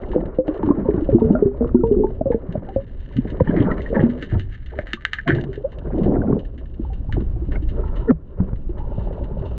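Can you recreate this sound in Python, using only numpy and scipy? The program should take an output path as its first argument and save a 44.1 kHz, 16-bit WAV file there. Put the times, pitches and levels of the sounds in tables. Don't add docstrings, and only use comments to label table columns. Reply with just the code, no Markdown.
import sys
import numpy as np
from scipy import signal
from scipy.io import wavfile

SR = 44100
rng = np.random.default_rng(int(sys.argv[2]) if len(sys.argv) > 2 else 0)


def log_audio(samples):
    frames = np.atleast_2d(samples).T
    limited = np.clip(frames, -1, 1)
    pcm = np.round(limited * 32767).astype(np.int16)
    wavfile.write(sys.argv[1], SR, pcm)


N = 422457


def from_db(db):
    return np.exp(np.asarray(db) * np.log(10) / 20)


def rms_one(x):
    return x / np.sqrt(np.mean(x ** 2) + 1e-20)


def drift(rate):
    r = np.exp(-80 * np.pi * rate / SR)
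    noise = rng.standard_normal(N // 40 + 2002)
    slow = signal.lfilter([1], [1, -2 * r, r * r], noise)[2000:]
    return np.interp(np.arange(N) / 40, np.arange(len(slow)), rms_one(slow))


def in_time(rows):
    s, *columns = np.transpose(rows)
    return [np.interp(np.arange(N) / SR, s, column) for column in columns]


def through(x, modes):
    out = 0
    for k, (hz, width, db) in enumerate(modes):
        r = np.exp(-np.pi * width / SR)
        b = (1 - r * r) / 2 * np.array([1, 0, -1])
        a = [1, -2 * r * np.cos(2 * np.pi * hz / SR), r * r]
        once = signal.lfilter(b, a, x + 1e-18)
        out = out + (-1) ** k * from_db(db) * signal.lfilter(b, a, once)
    return out


def add(out, s, sound):
    at = max(round(s * SR), 0)
    out[at:at + len(sound)] += sound[:N - at]


def bubble(hz, t60, glide, swell_s):
    t60, swell_s = np.clip(t60, .008, .5), np.clip(swell_s, .0003, .03)
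    full_s = 2 * swell_s
    t = np.arange(int((t60 + full_s) * SR)) / SR
    swell = np.sin(np.pi / 2 * np.minimum(t / full_s, 1)) ** 2
    decay = from_db(-60 * np.maximum(t - full_s, 0) / t60)
    return -swell * decay * np.sin(2 * np.pi * hz * (t + glide * t * t / t60))


# time in seconds, level in dB before the case muffles it, starting pitch in Hz,
# base decay t60 in seconds, starting pitch of the second pocket in Hz, its level in dB above the first.
AIR_GULPS = [(0.102, -21, 363, 0.17, 301, -11), (0.161, -8, 494, 0.098, 295.5, 0),
             (0.387, -6, 508, 0.12, 295, -10), (0.482, -6.5, 302, 0.098, 520, -11),
             (0.631, -14.5, 311, 0.17, 323, -18), (0.676, -5, 312, 0.064, 281, 2),
             (0.704, 3, 271, 0.047, 272, -10), (0.782, -20, 286, 0.13, 151, 5.5),
             (0.856, -13, 515, 0.056, 232, -0.5), (0.887, -6, 409, 0.11, 309, -7),
             (0.941, -10.5, 362, 0.086, 181.4, -1.5), (0.975, -9.5, 292, 0.11, 279, -37),
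             (1.02, -14, 300, 0.061, 313, -2.5), (1.09, -10.5, 537, 0.072, 286, -5),
             (1.127, -11.5, 417, 0.2, 117.4, -1), (1.146, 1, 339, 0.16, 227, -4),
             (1.219, -6.5, 435, 0.3, 227.4, -0.5), (1.303, -8, 305, 0.14, 198.4, 5.5),
             (1.351, -6.5, 610, 0.075, 239, 0), (1.424, 1.5, 412, 0.081, 219, -17),
             (1.458, -3, 392, 0.19, 239, -10), (1.608, -11.5, 456.5, 0.16, 236.5, 1),
             (1.745, 0.5, 364, 0.17, 236.3, 2.5), (1.787, -8, 346.4, 0.21, 300, -15),
             (1.835, -5, 452.5, 0.35, 214, -13.5), (1.912, -4, 407.4, 0.18, 239, -9.5),
             (1.964, -9.5, 364, 0.35, 209.4, -7.5), (1.999, -8, 419, 0.23, 254, -7.5),
             (2.043, -8, 385, 0.092, 255, -10), (2.211, -11, 622, 0.04, 242, -9),
             (2.258, -8.5, 536, 0.13, 122.6, -9.5), (2.303, -9.5, 474, 0.1, 263, -14.5),
             (2.345, -11.5, 451, 0.09, 213, -5.5), (2.554, -15.5, 592, 0.035, 202, -2.5),
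             (2.762, -8.5, 533, 0.11, 104, -8.5), (3.162, -22, 280, 0.14, 118.5, 12),
             (3.185, -17.5, 292, 0.04, 234, 13), (3.252, -22.5, 425, 0.021, 237, 6),
             (3.407, -3, 497, 0.037, 185, -12.5), (3.492, -18, 350, 0.093, 226, 3),
             (3.569, -3.5, 322, 0.059, 246, -10.5), (3.6, -9.5, 300, 0.09, 113, 1.5),
             (3.903, -18.5, 455, 0.18, 92, -18), (3.928, -12, 537, 0.039, 185, -14),
             (3.966, -12, 527, 0.096, 210, 1.5), (4.036, -28, 474, 0.26, 229.7, 23.5),
             (4.088, -25.5, 417, 0.097, 243, 5), (4.326, -18.5, 330, 0.07, 105, 15.5),
             (4.357, -31.5, 365, 0.36, 92.5, 16.5), (4.226, -27.5, 456, 0.095, 273, 1),
             (4.788, -16, 592, 0.043, 92, -3), (4.936, -28, 342, 0.083, 214, 0),
             (5.294, -4, 314, 0.077, 302, -19), (5.328, -19.5, 343, 0.38, 131.3, 4.5),
             (5.49, -20, 384, 0.13, 125, -6), (5.576, -23, 407, 0.13, 131, -4),
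             (5.996, -17.5, 405, 0.068, 250, -11.5), (6.06, -12, 356, 0.15, 202, -1.5),
             (6.089, -14, 304, 0.054, 189, 2), (6.165, -12, 355, 0.082, 239, -12),
             (6.301, -18, 414, 0.12, 265, 4), (6.329, -16.5, 395, 0.081, 190, 6),
             (6.795, -18, 323, 0.07, 216, -2), (7.177, -13.5, 344, 0.038, 125, 1),
             (7.555, -37, 414, 0.032, 253, 7.5), (7.623, -24.5, 307, 0.18, 90, -3),
             (8.402, -21.5, 285, 0.11, 174.5, 14.5), (8.531, -22, 263, 0.033, 94, 12.5),
             (8.693, -21.5, 345, 0.1, 105, -8), (9.212, -22.5, 558, 0.062, 340, 0)]


def gulps():
    pockets, pops = np.zeros((2, N))
    pop = bubble(260, .016, -0.13, .0016)
    for s, db, hz, t60, second_hz, second_db in AIR_GULPS:
        add(pockets, s - .002, from_db(db - 0.5) * bubble(hz, t60, 0.038, 0.0019))
        add(pockets, s - .0012, from_db(db + second_db - 1.0) * bubble(second_hz, 1.224 * t60, 0.1, 0.0018))
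        add(pops, s - .001, from_db(db - 4) * pop)
    flutter_db = 2.2 * np.clip(drift(60.0), -3, 1.2)
    return pockets * from_db(flutter_db) + pops


# time of full swell in seconds, level in dB
# before the muffling, starting pitch in Hz, swell to half level in seconds, t60 in seconds,
# glide as half the pitch share gained in a t60.
AIR_SURGES = [(5.278, -25, 670, 0.012, 0.11, 0.043), (5.654, -13.5, 481, 0.0092, 0.056, 0.22),
              (8.098, -11, 493, 0.014, 0.03, -0.079), (8.113, -2.5, 260, 0.015, 0.0097, -0.0079),
              (8.118, -10.5, 161.7, 0.0023, 0.13, -0.017)]


def surges():
    out = np.zeros(N)
    for s, db, hz, swell_s, t60, glide in AIR_SURGES:
        add(out, s - 2 * swell_s, from_db(db) * bubble(hz, t60, glide, swell_s))
    return out


def splashes():
    level = np.zeros(N)
    dying = from_db(-60 * np.arange(int(.06 * SR)) / SR / 0.053)
    for s, db, *_ in AIR_GULPS:
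        add(level, s - .001, from_db(db - 10.0) * dying)
    for s, db, *_ in AIR_SURGES:
        add(level, s - .008, from_db(db) * dying)
    return through(level * rng.standard_normal(N), [(530, 230, 0.011)])


# time in seconds, level in dB before the muffling.
WATER_SHOVES = [(0.885, -15), (0.975, -10), (1.145, -2.5), (1.217, -16), (1.455, -5.5), (1.837, -3.5),
                (2.207, -25), (2.577, -13.5), (2.761, -16.5), (3.166, -12), (3.417, -1), (3.493, -13),
                (3.993, -8.5), (4.358, -17), (6.299, -15), (7.088, -17.5), (8.403, -5), (8.983, -10.5),
                (9.412, -13)]


def shoves():
    out = np.zeros(N)
    shove = bubble(125, 0.036, -0.37, 0.0022)
    for s, db in WATER_SHOVES:
        add(out, s - .002, from_db(db) * shove)
    return out


# time in seconds, gurgle level in dB, gurgle centre in Hz,
# swish level in dB before a fixed lift.
AIR_SEEP = [(0.0, -34, 358, -50), (0.36, -41.5, 398, -48.5), (0.42, -53, 508, -62), (0.47, -43, 389, -41.5),
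            (1.07, -33, 331, -49.5), (1.55, -37.5, 390.5, -47.5), (1.8, -33, 341, -59.5),
            (2.2, -38, 413.5, -57), (2.6, -33, 293.3, -51), (2.95, -49.5, 199.5, -65.5),
            (3.3, -30.5, 253, -51.5), (4.2, -38.5, 248, -51), (4.55, -52, 153.4, -84),
            (5.2, -52.5, 202.8, -67.5), (5.65, -40, 447.4, -53.5), (6.55, -42, 202, -61),
            (7.05, -41, 171, -63), (7.6, -39.5, 172.8, -62.5), (8.05, -49, 182, -67),
            (8.17, -47.5, 176, -65), (8.32, -49, 173.7, -59), (8.65, -47, 204, -65.5),
            (9.58, -33.5, 171.7, -56)]
# start, swell, hold and fade in seconds, gurgle level in dB,
# gurgle centre in Hz, swish level in dB before a fixed lift.
AIR_RUSHES = [(0.096, 0.067, 0.054, 0.11, -21.5, 326, -68), (0.558, 0.12, 0.13, 0.066, -20.5, 232.2, -52),
              (1.065, 0.1, 0.24, 0.063, -20, 239.4, -47), (0.841, 0.02, 0.13, 0.081, -29.5, 332.5, -53),
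              (1.574, 0.042, 0.034, 0.064, -21.5, 317.5, -55.5), (3.44, 0.049, 0.23, 0.15, -21, 231, -43.5),
              (3.913, 0.051, 0.065, 0.15, -18.5, 225.4, -40),
              (4.306, 0.02, 0.038, 0.063, -25, 164.7, -41.5), (4.704, 0.016, 0.13, .1, -38, 489, -55),
              (5.259, 0.018, 0.06, 0.23, -21.5, 198.4, -52), (5.728, 0.3, 0.33, 0.089, -19, 262.6, -51),
              (7.1, 0.049, 0.029, .1, -22.5, 239.5, -56), (7.486, 0.036, 0.042, 0.044, -39.5, 196.7, -49.5),
              (7.716, 0.027, 0.38, 0.013, -38.5, 202.3, -51), (8.363, 0.026, 0.1, 0.072, -42, 190.3, -55),
              (8.698, 0.11, .6, 0.23, -45, 188.5, -54.5)]


def flow():
    t = np.arange(N) / SR
    seep_db, seep_hz, swish_db = in_time(AIR_SEEP)
    air, swish_level = from_db(seep_db), from_db(swish_db)
    weighted_hz = air * seep_hz
    for s, swell_s, hold_s, fade_s, db, hz, rush_swish_db in AIR_RUSHES:
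        edges = s + np.cumsum([0, swell_s, hold_s, fade_s])
        shape = np.interp(t, edges, [0, 1, 1, 0]) ** 2
        rush = from_db(db) * shape
        air = air + rush
        weighted_hz = weighted_hz + rush * hz
        swish_level = swish_level + from_db(rush_swish_db) * shape
    return 20 * np.log10(air), weighted_hz / air, 20 * np.log10(swish_level)


def gurgle(centre_hz, per_s, spread, cycles):
    out, count = np.zeros(N), int(per_s * N / SR)
    when, chance = rng.uniform(0, N / SR, count), rng.standard_normal((count, 3))
    for s, (pitch, level, bend) in zip(when, chance):
        hz = np.clip(centre_hz[int(s * SR)] * 2 ** (spread * pitch), 90, 2300)
        add(out, s, from_db(4.0 * level) * bubble(hz, cycles / hz, 0.097 * bend, 0.44 / hz))
    return rms_one(out)


# time in seconds, level in dB before the wobble,
# starting pitch in Hz, t60 in seconds.
SINGLE_BUBBLES = [(0.481, -14, 600, 0.035), (1.302, -19.5, 656, 0.032), (1.353, -20, 1374, 0.066),
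                  (1.609, -21.5, 595, 0.038), (0.631, -21.5, 887, 0.043), (0.71, -16.5, 1038, 0.075),
                  (0.851, -32.5, 908, 0.19), (1.21, -22.5, 922, 0.065), (1.749, -21.5, 926, 0.047),
                  (1.838, -15.5, 917, 0.075), (2.037, -18, 866, 0.11), (2.325, -29, 853, 0.063),
                  (2.688, -29, 768, 0.097), (3.402, -19, 958, 0.046), (3.474, -27, 867, 0.053),
                  (3.678, -20, 880, 0.029), (3.705, -20, 1300, 0.042), (3.968, -21.5, 895, 0.047),
                  (4.974, -38.5, 1160, 0.098), (5.28, -16.5, 1070, 0.037), (6.144, -26, 748, 0.06),
                  (6.85, -33, 860, 0.033), (6.902, -36.5, 765, 0.12), (7.095, -31, 853, 0.04),
                  (7.168, -30.5, 750, 0.031), (7.36, -38, 714, .05), (7.364, -28.5, 336, 0.088),
                  (7.421, -23, 339, 0.087), (7.489, -20, 277, 0.07), (7.789, -29, 560, 0.042),
                  (8.81, -43, 875, 0.035), (8.921, -27, 573, 0.023), (8.982, -26.5, 577, .04),
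                  (9.072, -30, 600, .03), (9.11, -21.5, 520, 0.025), (9.179, -30, 605, .035),
                  (9.371, -23.5, 546, 0.027), (9.46, -27, 580, 0.038), (6.131, -17, 445, 0.045),
                  (3.4752, -22.5, 1750, 0.02), (3.51, -26, 1615, 0.031), (3.716, -23, 1875, 0.046),
                  (3.8065, -35.5, 1980, 0.042), (3.862, -28, 1850, 0.054), (5.1866, -19.5, 1737, 0.043),
                  (5.1993, -22.5, 1620, 0.019), (5.386, -27.5, 1635, 0.034), (6.218, -27, 1484, 0.022),
                  (7.5577, -28, 2110, 0.03), (7.559, -29, 1480, 0.02), (7.558, -26, 723, 0.015),
                  (1.769, -35, 1393, 0.06), (1.809, -37.5, 1320, 0.071)]


def blips():
    out = np.zeros(N)
    for s, db, hz, t60 in SINGLE_BUBBLES:
        add(out, s - .002, from_db(db) * bubble(hz, t60, 0.04, 0.0015))
    return out * from_db(2.2 * drift(120.0))


# time in seconds, relative drive in dB, brightness in dB (extra drive to the
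# upper resonances, before a fixed trim), tail t60 in seconds (held to 0.3 at most).
CASE_TAPS = [(0.0348, -33, -30, .05), (0.116, -34, -13, 0.17), (0.205, -36.5, -19, 0.062),
             (0.257, -37.5, -11.5, 0.042), (0.345, -52, -12, 0.2), (0.471, -55.5, 1.5, 0.13),
             (0.48, -29, -14, 0.04), (0.541, -46.5, -7, 0.15), (0.576, -41, -10, .05),
             (0.63, -38, -13.5, 0.091), (0.6605, -43.5, -7, 0.086), (0.75, -41, -18, .05),
             (0.7956, -42.5, -18, 0.069), (0.908, -32, -29, 0.076), (0.9375, -41, -13, 0.049),
             (0.9625, -44, -10, .05), (1.0085, -46, -7, 0.066), (1.0443, -48, -4, .06),
             (1.096, -48.5, -10.5, .08), (1.1454, -51.5, -12, 0.034), (1.1975, -43.5, -4.5, 0.068),
             (1.243, -51, -5, 0.096), (1.325, -46.5, -8, 0.078), (1.571, -49.5, -13, 0.063),
             (1.675, -47, -8.5, 0.058), (1.8705, -44, -8, 0.06), (1.924, -49.5, -2.5, .05),
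             (2.104, -50.5, -12, 0.054), (2.319, -29, -27, 0.12), (2.5248, -37, -7, 0.038),
             (2.689, -38.5, -12, 0.044), (3.167, -30.5, -6.5, 0.1), (3.275, -33, -26, 0.078),
             (3.302, -39.5, -3, 0.074), (3.404, -25.5, -28.5, 0.048), (3.5656, -19.5, -30, 0.34),
             (3.714, -31, -14.5, 0.061), (3.78, -31.5, -16.5, 0.053), (3.819, -33.5, -6.5, 0.091),
             (3.915, -49, -11, .05), (3.931, -41, -34, 0.12), (4.1, -33.5, -13, 0.15),
             (4.225, -24, -8.5, 0.13), (4.3115, -32.5, -22, 0.2), (4.396, -27, -8, 0.12),
             (4.661, -40.5, -4.5, 0.073), (4.789, -15, -31, 0.084), (4.87, -26, -16, 0.15),
             (4.933, -10, -8.5, 0.085), (5.051, -3.5, -12.5, 0.022), (5.062, -22, -15, 0.14),
             (5.1329, -8, -11.5, 0.081), (5.1402, -16, -16, 0.13), (5.1887, -17.5, -30, 0.061),
             (5.2774, -9, -18.5, 0.26), (5.288, -12, -20.5, 0.11), (5.324, -20, -31, 0.057),
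             (5.349, -25.5, -11, 0.17), (5.4113, -37, -1, 0.044), (5.439, -34, -7, 0.043),
             (5.5306, -32.5, -13.5, 0.16), (5.557, -38.5, -7, 0.046), (5.7197, -41.5, -9.5, 0.093),
             (5.786, -43, -1.5, 0.04), (5.9823, -44, -6, 0.071), (6.0338, -36.5, -8, 0.15),
             (6.391, -45, 0, 0.087), (6.4497, -48, -7, 0.081), (6.5784, -44.5, -8.5, 0.12),
             (6.6566, -47, -9, 0.033), (6.74, -52.5, -5.5, .06), (6.9328, -44, -5.5, 0.1),
             (7.125, -21, -13, 0.11), (7.204, -43, -9, 0.1), (7.5194, -30.5, -14, 0.17),
             (7.6223, -52.5, -4, 0.13), (7.689, -40.5, -5, 0.13), (7.878, -46, -10, 0.087),
             (7.959, -41.5, -6.5, 0.37), (8.104, -29, -26, 0.039), (8.557, -50.5, -8.5, 0.072),
             (8.779, -47.5, -8.5, 0.17), (8.995, -51, -5.5, 0.067), (9.128, -49, -5.5, 0.063),
             (9.24, -45.5, -3.5, 0.069), (9.453, -53, 1, 0.17)]


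def taps():
    low, high = np.zeros((2, N))
    t = np.arange(int(.12 * SR)) / SR
    for s, db, bright_db, t60 in CASE_TAPS:
        tail_db = -21.5 + (0.67 - 1) * (db + 37.5)
        blow = from_db(tail_db - 60 * t / np.clip(t60, .004, .3)) * rng.standard_normal(len(t))
        blow *= np.minimum(t / 0.0019, 1)
        blow[0] += 1
        add(low, s, from_db(db + 34) * blow)
        add(high, s, from_db(db + bright_db + 31.5) * blow)
    return low, high


# start, swell, hold and fade in seconds,
# level in dB before the lumps, centre in Hz, width of the first resonance in Hz.
GRAIN_BURSTS = [(0.624, 0.0051, 0.079, .03, -43.5, 990, 690), (0.842, 0.0047, 0.048, 0.019, -39, 953, 400),
                (0.96, 0.0038, 0.024, 0.017, -49.5, 1500, 690),
                (1.092, .004, 0.026, 0.032, -51.5, 1184, 1200), (1.196, .005, 0.033, .05, -47, 950, 500),
                (1.333, 0.0057, 0.023, 0.02, -45.5, 1340, 352), (3.461, 0.022, 0.029, 0.02, -51, 3020, 450),
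                (3.556, 0.0063, 0.07, 0.065, -56, 1510, 1170), (3.598, .005, 0.03, 0.032, -47, 3000, 800),
                (3.653, 0.011, 0.059, 0.027, -37, 1225, 490), (3.74, 0.0085, 0.039, 0.033, -42, 1000, 696),
                (3.941, 0.0077, 0.029, 0.019, -28.5, 1716, 400), (3.966, 0.0041, 0.04, .04, -28, 472, 342),
                (3.992, 0.0029, 0.0089, 0.016, -27, 1770, 400), (4, .005, 0.034, 0.023, -52, 2950, 600),
                (4.006, .01, 0.031, 0.025, -44.5, 1700, 695), (5.267, 0.0084, 0.04, 0.039, -22, 1670, 497),
                (5.279, 0.0087, 0.063, 0.14, -29, 347, 400), (5.281, .003, .01, 0.026, -34.5, 3030, 500),
                (5.335, 0.0091, .05, 0.092, -46, 1760, 450), (5.801, .2, 0.34, .18, -33, 460, 372),
                (5.811, 0.0035, 0.0092, 0.0076, -51.5, 1410, 400),
                (5.87, 0.0034, 0.01, 0.009, -50.5, 1530, 700), (5.907, .003, 0.017, 0.024, -47, 1280, 880),
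                (6.108, 0.0022, 0.0092, 0.0085, -54, 1400, 796),
                (6.139, 0.0026, 0.014, 0.024, -49, 1830, 506),
                (6.154, 0.0025, 0.015, 0.0078, -42, 1380, 350),
                (7.548, .003, 0.0077, 0.015, -49, 1270, 1520),
                (7.736, 0.063, 0.29, 0.027, -53.5, 1323, 129), (7.74, 0.051, 0.29, 0.025, -47.5, 914, 200),
                (8.072, 0.02, 0.017, 0.0085, -35.5, 1370, 150),
                (8.073, 0.022, 0.012, 0.0083, -37.5, 1800, 201),
                (8.103, .003, 0.0037, 0.0058, -27, 865, 695), (8.399, 0.0022, 0.0043, .01, -36, 800, 500),
                (8.525, 0.0032, 0.0042, .01, -41.5, 920, 610), (8.721, 0.075, 0.71, 0.11, -47.5, 867, 220)]


def rattles(per_s, grain_db):
    out = np.zeros(N)
    for s, swell_s, hold_s, fade_s, db, hz, width in GRAIN_BURSTS:
        edges = np.cumsum([0, swell_s, hold_s, fade_s])
        size = int(edges[-1] * SR)
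        grains = from_db(grain_db * np.minimum(rng.exponential(1, size), 4)) * rng.standard_normal(size)
        grains *= rng.random(size) < per_s / SR
        ringing = through(through(grains, [(hz, width, 0)]), [(hz, 2 * width, 0)])
        shape = np.interp(np.arange(size) / SR, edges, [0, 1, 1, 0]) ** 2
        add(out, s, from_db(db) * shape * rms_one(ringing))
    return out * from_db(2.1 * drift(27.0))


# time in seconds, relative drive in dB to the lower resonances, and to the upper ones.
FIZZ_LEVELS = [(0.0, -57, -60.5), (0.43, -71.5, -79.5), (0.8, -45.5, -71.5), (1.17, -61, -61.5),
               (1.41, -54, -75.5), (2.32, -63, -73.5), (2.51, -49.5, -69.5), (3.04, -51.5, -62),
               (3.63, -32, -60.5), (3.84, -44, -61), (3.97, -48.5, -58), (4.27, -35.5, -53.5),
               (4.48, -45.5, -60), (4.77, -42.5, -62), (5.04, -36, -55), (5.28, -40.5, -57.5),
               (5.58, -61.5, -68), (5.82, -67, -69), (5.95, -54, -66), (6.11, -59, -70),
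               (6.51, -66.5, -70.5), (7.55, -63.5, -69.5), (7.76, -55, -65), (7.95, -48, -64),
               (8.11, -72.5, -74), (8.78, -72, -76.5), (8.96, -65, -65.5), (9.58, -70, -64)]


def fizz(per_s, grain_db):
    low_db, high_db = in_time(FIZZ_LEVELS)
    sizes = from_db(grain_db * np.minimum(rng.exponential(1, N), 5)) * rng.choice([-1, 1], N)
    clumps = from_db(7.0 * drift(14.0))
    grains = sizes * (rng.random(N) < per_s * clumps / SR)
    ticks = rms_one(grains) + 0.082 * rng.standard_normal(N)
    return from_db(low_db + 11.5) * ticks, from_db(high_db + 12.5) * ticks


# centre in Hz, width of one pass in Hz, level in dB.
LOWER_CASE_MODES = [(1750, 312, -3), (1236, 200, -15.5), (1953, 300, -11), (860, 540, -27),
                    (1574, 92, -8.5)]
UPPER_CASE_MODES = [(2786, 470, 3), (2978, 760, -3.5), (3630, 210, -4.5), (3920, 960, -12.5),
                    (6240, 1200, -26.5), (7280, 1200, -32)]


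def case_ring(low, high):
    return through(low, LOWER_CASE_MODES) + through(high, UPPER_CASE_MODES)


def wash(modes, patchy_db, rate):
    together, white = drift(rate), rng.standard_normal((2, N))
    out = np.zeros(N)
    for k, (hz, width, db) in enumerate(modes):
        band = rms_one(through(white[k % 2], [(hz, width, 0)]))
        flicker_db = patchy_db * (1.6 * together + drift(rate))
        out += band * from_db(db + flicker_db)
    return rms_one(out)


# centre in Hz, width of one pass in Hz, relative level in dB before flicker.
SWISH_BANDS = [(380.4, 110, 8), (555, 200, 4), (850, 520, -9.5), (990, 2100, -12.5), (1360, 140, -17),
               (715, 820, -4)]


def swish(swish_db):
    return from_db(swish_db + 12.5) * wash(SWISH_BANDS, patchy_db=2.0, rate=16.0)


# centre in Hz, width of one pass in Hz, relative level in dB before flicker.
RUMBLE_BANDS = [(17.9, 13, 0), (32.7, 24.5, 2), (53.7, 29, 3), (99, 60, -6), (166, 150, -15.5)]
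# time in seconds, rumble level in dB before a 2 dB trim.
WATER_MOTION = [(0.0, -29.5), (0.16, -24), (0.45, -33), (1.09, -21), (1.79, -20.5), (1.87, -16),
                (2.53, -33.5), (3.71, -23), (4.3, -31), (4.32, -23), (5.02, -34.5), (5.36, -29.5),
                (5.68, -32), (6.13, -18.5), (6.56, -29.5), (7.23, -17.5), (8.03, -21.5), (8.3, -33.5),
                (8.38, -25), (9.58, -21)]


def rumble():
    (rumble_db,) = in_time(WATER_MOTION)
    return from_db(rumble_db - 2.0) * wash(RUMBLE_BANDS, patchy_db=-0.5, rate=11.0)


def scene():
    gurgle_db, centre_hz, swish_db = flow()
    air = gulps() + surges() + splashes() + shoves()
    air += from_db(gurgle_db) * gurgle(centre_hz, per_s=220.0, spread=0.632, cycles=19.0)
    air += swish(swish_db)
    mid = signal.sosfilt(signal.butter(4, 1650, fs=SR, output="sos"), air)
    fine_db = swish_db + 0.8 * (gurgle_db + 19.5)
    mid += from_db(fine_db) * gurgle(np.full(N, 900.0), per_s=73.0, spread=0.3, cycles=180.0)
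    mid += blips() + rattles(per_s=1500.0, grain_db=3.0)
    tap_low, tap_high = taps()
    fizz_low, fizz_high = fizz(per_s=4000.0, grain_db=5.0)
    mid += case_ring(tap_low + fizz_low, tap_high + fizz_high)
    mid += rumble()
    bright = signal.sosfilt(signal.butter(2, 450, "high", fs=SR, output="sos"), mid)
    late = np.pad(bright, (150, 0))[:N]
    return mid + from_db(-48.5) * late * [[1], [-1]]


def duck(x, threshold_db, share, release_db_s, attack_s, ahead):
    t, r = np.arange(N) / SR, np.exp(-1 / (attack_s * SR))
    peak_db = 20 * np.log10(np.abs(x).max(axis=0) + 1e-9)
    over_db = np.maximum(peak_db - threshold_db, 0)
    held_db = np.maximum.accumulate(over_db + release_db_s * t) - release_db_s * t
    smooth_db = signal.lfilter([(1 - r) ** 2], [1, -2 * r, r * r], held_db)
    early_db = np.pad(smooth_db[ahead:], (0, ahead), "edge")
    return x * from_db(-share * early_db)


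def record(dry):
    levelled = duck(dry, threshold_db=-7.5, share=0.44, release_db_s=49.0, attack_s=0.011, ahead=0)
    limited = duck(levelled, threshold_db=-1.5, share=1, release_db_s=150, attack_s=.0008, ahead=220)
    hissing = limited + from_db(-112) * rng.standard_normal(N)
    return signal.sosfilt(signal.cheby2(12, 70, 14900, fs=SR, output="sos"), hissing)


dry = scene()
out = record(dry)
log_audio(out)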